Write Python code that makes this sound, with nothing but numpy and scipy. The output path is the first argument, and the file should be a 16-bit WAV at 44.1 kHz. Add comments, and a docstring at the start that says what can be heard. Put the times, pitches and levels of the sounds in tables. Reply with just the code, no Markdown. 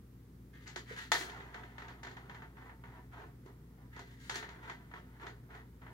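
"""An appliance hums at mains frequency over a low, steady rush of air in a living room.
At 0.5 s a cat's paw scuffs a hard plastic ball along a ring-shaped track; knocks ring the hollow shell,
pushes rock the toy on the carpet, and the room answers. At 1.1 s a hard blow sends the ball coasting:
it rumbles, slows and rides up the wall about three times a second. At 3.9 s the paw scuffs it again,
and at 4.3 s sends it off more gently."""
import sys
import numpy as np
from scipy import signal
from scipy.fft import rfft, irfft, next_fast_len
from scipy.io import wavfile
from scipy.ndimage import uniform_filter1d, map_coordinates

SR = 44100
rng = np.random.default_rng(int(sys.argv[2]) if len(sys.argv) > 2 else 0)


def unload_wav(signal):
    """Save mono or channel-first audio to the path in sys.argv[1] as 16-bit WAV at rate SR, clipped to [-1, 1]."""
    wavfile.write(
        sys.argv[1],
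        SR,
        np.round(np.clip(np.atleast_2d(signal).T, -1, 1) * 32767).astype(np.int16),
    )


N = 261513
RING = 16384  # samples that one touch rings for


def amp(db):
    """Decibels to gain."""
    return 10 ** (np.asarray(db) / 20)


def unit(x):
    """x at rms 1."""
    return x / np.sqrt(np.mean(x ** 2) + 1e-20)


def along(points, hz):
    """A curve of (f/Hz, value) breakpoints, read on a log axis."""
    f, v = np.transpose(points)
    return np.interp(np.log(hz + 1), np.log(f + 1), v)


def add(out, start, x):
    """Mix x into out from sample start on."""
    part = out[:, start:start + x.shape[1]]
    part += x[:, :part.shape[1]]


def wobble(rate):
    """A smooth random modulator, rate knots a second."""
    knots = rng.standard_normal(int(N * rate / SR) + 4)
    return map_coordinates(knots, [np.arange(N) * rate / SR])


def noise_pair(size, correlation, colour=1):
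    """Mid/side noise whose stereo width depends on frequency."""
    hz = np.fft.rfftfreq(size, 1 / SR)
    turn = np.arccos(np.clip(along(correlation, hz), -1, 1)) / 2
    spectra = rfft(rng.standard_normal((2, size))) * colour
    mid, side = irfft(spectra * [np.cos(turn), np.sin(turn)], size)
    return np.array([mid + side, mid - side])


# a motor's shaft orders, the mains hum and weaker fan tones: f/Hz, rms level/dB
HUM_TONES = [(58, -60), (116, -70), (120, -60.5), (132.6, -72), (174, -73), (256.6, -69)]
# EQ of the air and hiss: f/Hz, relative level/dB
AIR_EQ = [(20, -37), (42, -15), (70, -1), (100, -2), (150, 0.5), (260, -5.5), (450, -12.5), (620, -26),
          (1100, -25), (2000, -28.5), (2500, -34), (8500, -39), (12000, -36), (15500, -35)]
# stereo image of the air, mono lows and wide highs: f/Hz, correlation
AIR_IMAGE = [(100, 1), (250, 1), (600, 0.63), (1500, 0.034), (12000, 0.012)]
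def appliance(air_db=-58.5, flutter_db=.5, drift_hz=.05):
    """The bed: slightly unsteady hum tones over the rush of moving air."""
    air_eq = amp(along(AIR_EQ, np.fft.rfftfreq(N, 1 / SR)))
    air = unit(noise_pair(N, AIR_IMAGE, air_eq))
    hum = 0
    for hz, db in HUM_TONES:
        phase = 2 * np.pi * (rng.random() + np.cumsum(hz + drift_hz * wobble(1)) / SR)
        hum = hum + np.sqrt(2) * amp(db + flutter_db * wobble(3)) * np.sin(phase)
    return amp(air_db) * air + hum * amp([[.5], [-.5]])


def whiten(x, width_hz=260):
    """Flatten the broad colour; the fine ripple of the reflections stays."""
    spectrum = rfft(x)
    power = np.abs(uniform_filter1d(np.abs(spectrum) ** 2, int(width_hz * RING / SR), axis=-1))
    return irfft(spectrum / np.sqrt(power + 1e-12))


# decay of shell and room together: f/Hz, t60/s
ROOM_DECAY = [(200, 0.47), (900, 0.16), (2000, 0.17), (4500, 0.22), (8000, 0.17), (15000, 0.27)]
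# stereo image of the room: f/Hz, correlation
ROOM_IMAGE = [(100, 0.66), (250, 1), (500, 0.54), (1000, 0.73), (3000, 0.17), (12000, 0.75)]
def room_response(chatter_db, direct_t60=.013, echo_s=.0032, echo_db=-1, chatter_t60=.055, room_db=-6):
    """One touch on its way: a crack, its echo off the cabinet, the ball's chatter, the room's tail."""
    t = np.arange(RING) / SR
    direct = amp(-60 * t / direct_t60)
    echo = (t > echo_s) * amp(echo_db - 60 * np.abs(t - echo_s) / direct_t60)
    early = np.hypot(direct + echo, amp(chatter_db - 60 * t / chatter_t60))
    hz, when, frames = signal.stft(noise_pair(RING, ROOM_IMAGE), SR, nperseg=256)
    decay = amp(-60 * when / along(ROOM_DECAY, hz)[:, None])
    tail = signal.istft(frames * decay, SR, nperseg=256)[1][:, :RING]
    # more chatter feeds more sound into the room
    tail = tail * np.hypot(1, 2 * amp(chatter_db)) * (1 - np.exp(-t / .011))
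    return whiten(early * noise_pair(RING, ROOM_IMAGE) + amp(room_db) * tail)


# broad EQ of a contact on the shell: f/Hz, relative level/dB
SHELL_EQ = [(120, -19), (270, -11.5), (400, 5.5), (560, -7), (720, -0.5), (980, -1), (1150, 0), (1500, 3.5),
            (2080, 0.5), (2500, -8), (3300, -9), (4400, -14), (5200, -20), (6900, -18.5), (8400, -21.5),
            (15500, -27)]
# resonances of the hollow track: f/Hz, width/Hz, relative lift/dB
SHELL_MODES = [(702, 26, 8), (784, 18, 1), (899, 22, 11), (962, 40, 11), (1281, 20, 2), (1738, 20, 3),
               (1778, 17, 7), (1830, 28, 7), (1935, 20, 5), (2006, 26, 8), (3166, 30, 6), (3518, 34, 5),
               (4036, 26, 3), (4187, 28, 6), (6703, 30, 3)]
def shell_gain(hz, ring_db, spot_db=-1.9):
    """The track's body tone; each spot struck wakes its resonances in new proportions."""
    centre, width, db = np.transpose(SHELL_MODES)[:, :, None]
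    lift = amp(db + ring_db + spot_db * rng.standard_normal(db.shape))
    peaks = np.sum(lift ** 2 / (1 + (2 * (hz - centre) / width) ** 2), axis=0)
    return amp(along(SHELL_EQ, hz)) * np.sqrt(1 + peaks)


def minimum_phase(gain):
    """The minimum-phase response that has this gain."""
    cepstrum = irfft(np.log(np.maximum(gain, 1e-6)))
    half = len(cepstrum) // 2
    cepstrum[1:half] *= 2
    cepstrum[half + 1:] = 0
    return np.exp(rfft(cepstrum))


def contact(hard_db, crack_db, weight_db, chatter_db, ring_db):
    """One touch, normalised in the mids: a harder one is brighter, a heavier one wakes the low modes."""
    hz = np.fft.rfftfreq(RING, 1 / SR)
    tilt_db = along([(1000, weight_db), (1700, 0), (2100, .0053), (3200, .51 * hard_db),
                     (4400, 1.24 * hard_db), (7000, 1.45 * hard_db), (9500, crack_db)], hz)
    spectrum = rfft(room_response(chatter_db)) * minimum_phase(shell_gain(hz, ring_db) * amp(tilt_db))
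    mids = (hz > 600) & (hz < 2300)
    fade = np.interp(np.arange(RING) / RING, [.75, .95], [1, 0])
    return fade * irfft(spectrum) / np.sqrt(np.mean(np.abs(spectrum) ** 2 * mids))


def bumps(per_s=600, scatter_db=3):
    """Grain: tiny contacts at random moments and of random size, at rms 1."""
    hits = rng.random(N) < per_s / SR
    sizes = amp(scatter_db * np.clip(rng.standard_normal(N), -2, 2))
    return unit(hits * sizes * np.sign(rng.standard_normal(N)))


def swell(s, hold_s, attack_s, release_db_per_s):
    """An envelope that opens at s and starts its release hold_s later."""
    age = np.arange(N) / SR - s
    return np.clip(age / attack_s, 0, 1) * amp(-release_db_per_s * np.maximum(age - hold_s, 0))


# the paw scuffs the ball along the plastic: t/s, attack/s, hold from onset/s, level/dB, hardness/dB
PAW_SCUFFS = [(0.527, .01, 0.027, -59, -1.5), (0.6, 0.017, 0.026, -64, 4.5),
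              (0.659, 0.009, 0.013, -51, -0.5), (0.849, 0.056, 0.069, -49.5, 1.5),
              (0.953, 0.018, .06, -47.5, 2.5), (1.14, 0.013, 0.051, -48, 10),
              (3.914, 0.014, 0.093, -58, -2.5), (4.04, 0.04, 0.11, -65, 3.5), (4.184, 0.02, .11, -62, 7.5),
              (4.328, 0.012, 0.02, -44.5, 3)]
def scuffing(weight_db=-11, chatter_db=-12, ring_db=-5):
    """Under the paw the ball skids: short, bright, light bursts of tiny contacts."""
    out, grain = np.zeros((2, N)), bumps()
    for s, attack_s, hold_s, db, hard_db in PAW_SCUFFS:
        start = round(s * SR)
        force = amp(db) * grain * swell(s, hold_s, attack_s, release_db_per_s=225)
        crack_db = -8 + 1.8 * hard_db
        touch = contact(hard_db, crack_db, weight_db, chatter_db, ring_db)
        add(out, start, signal.fftconvolve(force[None, start:start + RING], touch, axes=1))
    return out


# the top-end crack that a knock's hardness gives it: hardness/dB, level/dB
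KNOCK_CRACK = [(-1, -29), (-27, -8), (3.5, -19), (9, 4), (11, 0)]
# the ball strikes the track: t/s, relative level/dB, hardness/dB
BALL_KNOCKS = [(0.66, -55, -2), (0.676, -57.5, 18), (0.76, -38, 7), (1.118, -21.5, 8.5), (1.21, -39, 5.5),
               (1.297, -45.5, 5), (1.405, -47, -2), (1.544, -41.5, -1), (1.635, -48, -2.5),
               (1.782, -43, -1), (1.82, -45.5, -1.5), (1.882, -46, 1.5), (2.032, -44.5, 6),
               (2.049, -45.5, 0), (2.07, -43.5, 1.5), (2.113, -52.5, 5), (2.168, -45.5, -1),
               (2.296, -44, -2), (2.346, -46, -0.5), (2.421, -46.5, -5), (2.569, -52.5, -6),
               (2.621, -53, -26), (2.694, -48.5, -10), (2.838, -48.5, -6.5), (3.134, -53, -2),
               (3.461, -61.5, 8), (3.964, -47.5, 5), (3.993, -46, 7.5), (4.119, -65.5, -15),
               (4.296, -34, 7), (4.357, -38.5, 10), (4.427, -41, -0.5), (4.49, -46.5, 2.5),
               (4.698, -38.5, -0.5), (4.914, -51, -5), (4.938, -43.5, -4.5), (5.198, -52.5, -2),
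               (5.267, -42, 1.5), (5.504, -56, -9), (5.549, -49, -0.5), (5.575, -61, -13),
               (5.818, -53.5, -6), (5.866, -49, -8)]
def knocks(gain_db=25, weight_db_per_s=3):
    """A hard blow rebounds cleanly and rings the whole shell; a light one chatters."""
    out = np.zeros((2, N))
    for s, db, hard_db in BALL_KNOCKS:
        chatter_db = np.interp(db, [-40, -20], [-5, -13])
        ring_db = np.interp(db, [-40, -20], [-4, 2])
        crack_db = np.interp(hard_db, *np.transpose(KNOCK_CRACK))
        weight_db = -4 + weight_db_per_s * coast_time(s)
        touch = contact(hard_db, crack_db, weight_db, chatter_db, ring_db)
        add(out, round(s * SR), amp(db + gain_db) * touch)
    return out


# the track's lowest hollow notes, driven fully only by a hard blow: f/Hz, relative level/dB, t60/s
HOLLOW_NOTES = [(698, -4.5, 0.09), (870, 0.5, 0.0684), (947, 2, 0.06), (1650, -22, 0.11),
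                (2070, -27, 0.088)]
def clack(gain_db=-8, growth=1.65):
    """A dry layer on each knock: hollow notes that grow faster than the strength of the blow."""
    out, t = np.zeros((2, N)), np.arange(SR // 4) / SR
    hardest_db = max(row[1] for row in BALL_KNOCKS)
    for s, db, _ in BALL_KNOCKS:
        ring = sum(amp(level + rng.normal(0, 1) - 60 * t / t60) * np.sin(2 * np.pi * hz * t)
                   for hz, level, t60 in HOLLOW_NOTES)
        drive_db = hardest_db + growth * (db - hardest_db)
        add(out, round(s * SR), amp(drive_db + gain_db) * ring[None])
    # the hollow notes keep nothing below about 500 Hz
    return signal.sosfilt(signal.butter(2, 500, 'highpass', fs=SR, output='sos'), out)


# pushes that rock the whole toy on the carpet: t/s, relative level/dB, f/Hz
TOY_THUDS = [(0.762, -52, 380), (.91, -52, 453), (1.119, -64, 394), (1.209, -53.5, 349), (1.55, -56.5, 423),
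             (2.07, -57, 373), (3.461, -58.5, 387), (3.968, -65, 394), (4.296, -67, 370), (4.358, -58, 330),
             (5.238, -58, 374), (5.268, -67, 396)]
def thuds(t60=.045, attack_s=.0014, gain_db=15, room_db=-3):
    """The toy rocks with a low, damped note, heard dry and through the room."""
    out, t = np.zeros((2, N)), np.arange(RING) / SR
    for s, db, hz in TOY_THUDS:
        note = np.sin(2 * np.pi * hz * t) * amp(-60 * t / t60) * (1 - np.exp(-t / attack_s))
        wet = signal.fftconvolve(note[None], room_response(chatter_db=-12), axes=1)[:, :RING]
        room = amp(room_db) * unit(wet) * note.std()
        add(out, round(s * SR), amp(db + gain_db) * (note + room))
    return out


# the paw sends the ball coasting: t/s, end/s, relative level/dB
BALL_LAUNCHES = [(1.12, 3.905, -38), (4.296, 6, -43.5)]
# the coasting ball rides up the wall: t/s, hold from onset/s, level/dB
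WALL_RIDES = [(1.264, 0.11, -53.5), (1.533, 0.053, -55.5), (1.743, 0.18, -57), (2.025, 0.29, -62),
              (2.329, 0.089, -59.5), (2.548, .13, -58.5), (2.83, 0.14, -59), (3.108, 0.11, -53.5),
              (3.43, 0.038, -59), (3.758, 0.064, -67), (4.611, 0.061, -49.5), (4.932, 0.035, -51.5),
              (5.087, 0.19, -69.5), (5.198, 0.036, -49.5), (5.484, 0.086, -55), (5.799, 0.17, -61.5)]
def rolling(build_s=.14, slowing_s=.091, fade_db_per_decade=27, block=3072):
    """A rumble of tiny contacts: it builds, fades as the ball slows, and swells on each wall ride."""
    t = np.arange(N) / SR
    age = coast_time(t)
    launch = np.zeros(N)
    for s, end_s, db in BALL_LAUNCHES:
        launch[(t >= s) & (t < end_s)] = amp(db)
    fade = amp(-fade_db_per_decade * np.log10(1 + age / slowing_s))
    coast = launch * np.minimum(age / build_s, 1) * fade
    rides = sum(amp(db) * swell(s, hold_s, attack_s=.027, release_db_per_s=227)
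                for s, hold_s, db in WALL_RIDES)
    force = bumps() * np.hypot(coast, rides)
    out = np.zeros((2, N))
    for start in range(np.argmax(launch > 0), N, block):
        # a slowing ball sounds duller and heavier
        hard_db = -2 - .5 * age[start]
        weight_db = 1 + 2.5 * age[start]
        touch = contact(hard_db, crack_db=hard_db - 8, weight_db=weight_db, chatter_db=-12, ring_db=-6)
        add(out, start, signal.fftconvolve(force[None, start:start + block], touch, axes=1))
    return out


def coast_time(s):
    """Seconds since the ball's last launch; zero before the first."""
    starts = np.array([row[0] for row in BALL_LAUNCHES])
    last = np.maximum(np.searchsorted(starts, s, side='right') - 1, 0)
    return np.maximum(s - starts[last], 0)


# the toy's pan, treble to the left and lows to the right: f/Hz, left minus right level/dB
TOY_PAN = [(100, -10), (300, -5), (1000, -1.5), (2000, 0.2), (4000, 6), (8000, 4.5), (14000, 11)]
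def scene(lag_s=.00019):
    """The mix: the toy, a little to the left, in the humming room; the left channel leads."""
    size = next_fast_len(N + RING)
    hz = np.fft.rfftfreq(size, 1 / SR)
    pan = amp(along(TOY_PAN, hz) * np.array([[.5], [-.5]]))
    pan = pan / np.sqrt(np.mean(pan ** 2, axis=0))
    toy = rfft(knocks() + clack() + rolling() + scuffing() + thuds(), size) * pan
    lag = np.exp(1j * np.pi * hz * lag_s * np.array([[1], [-1]]))
    return irfft((toy + rfft(appliance(), size)) * lag, size)[:, :N]


def record(dry, top_hz=15800):
    """A brick-wall low-pass on the whole mix."""
    size = next_fast_len(N + RING)
    passband = np.fft.rfftfreq(size, 1 / SR) < top_hz
    return irfft(rfft(dry, size) * passband, size)[:, :N]


dry = scene()
out = record(dry)
unload_wav(out)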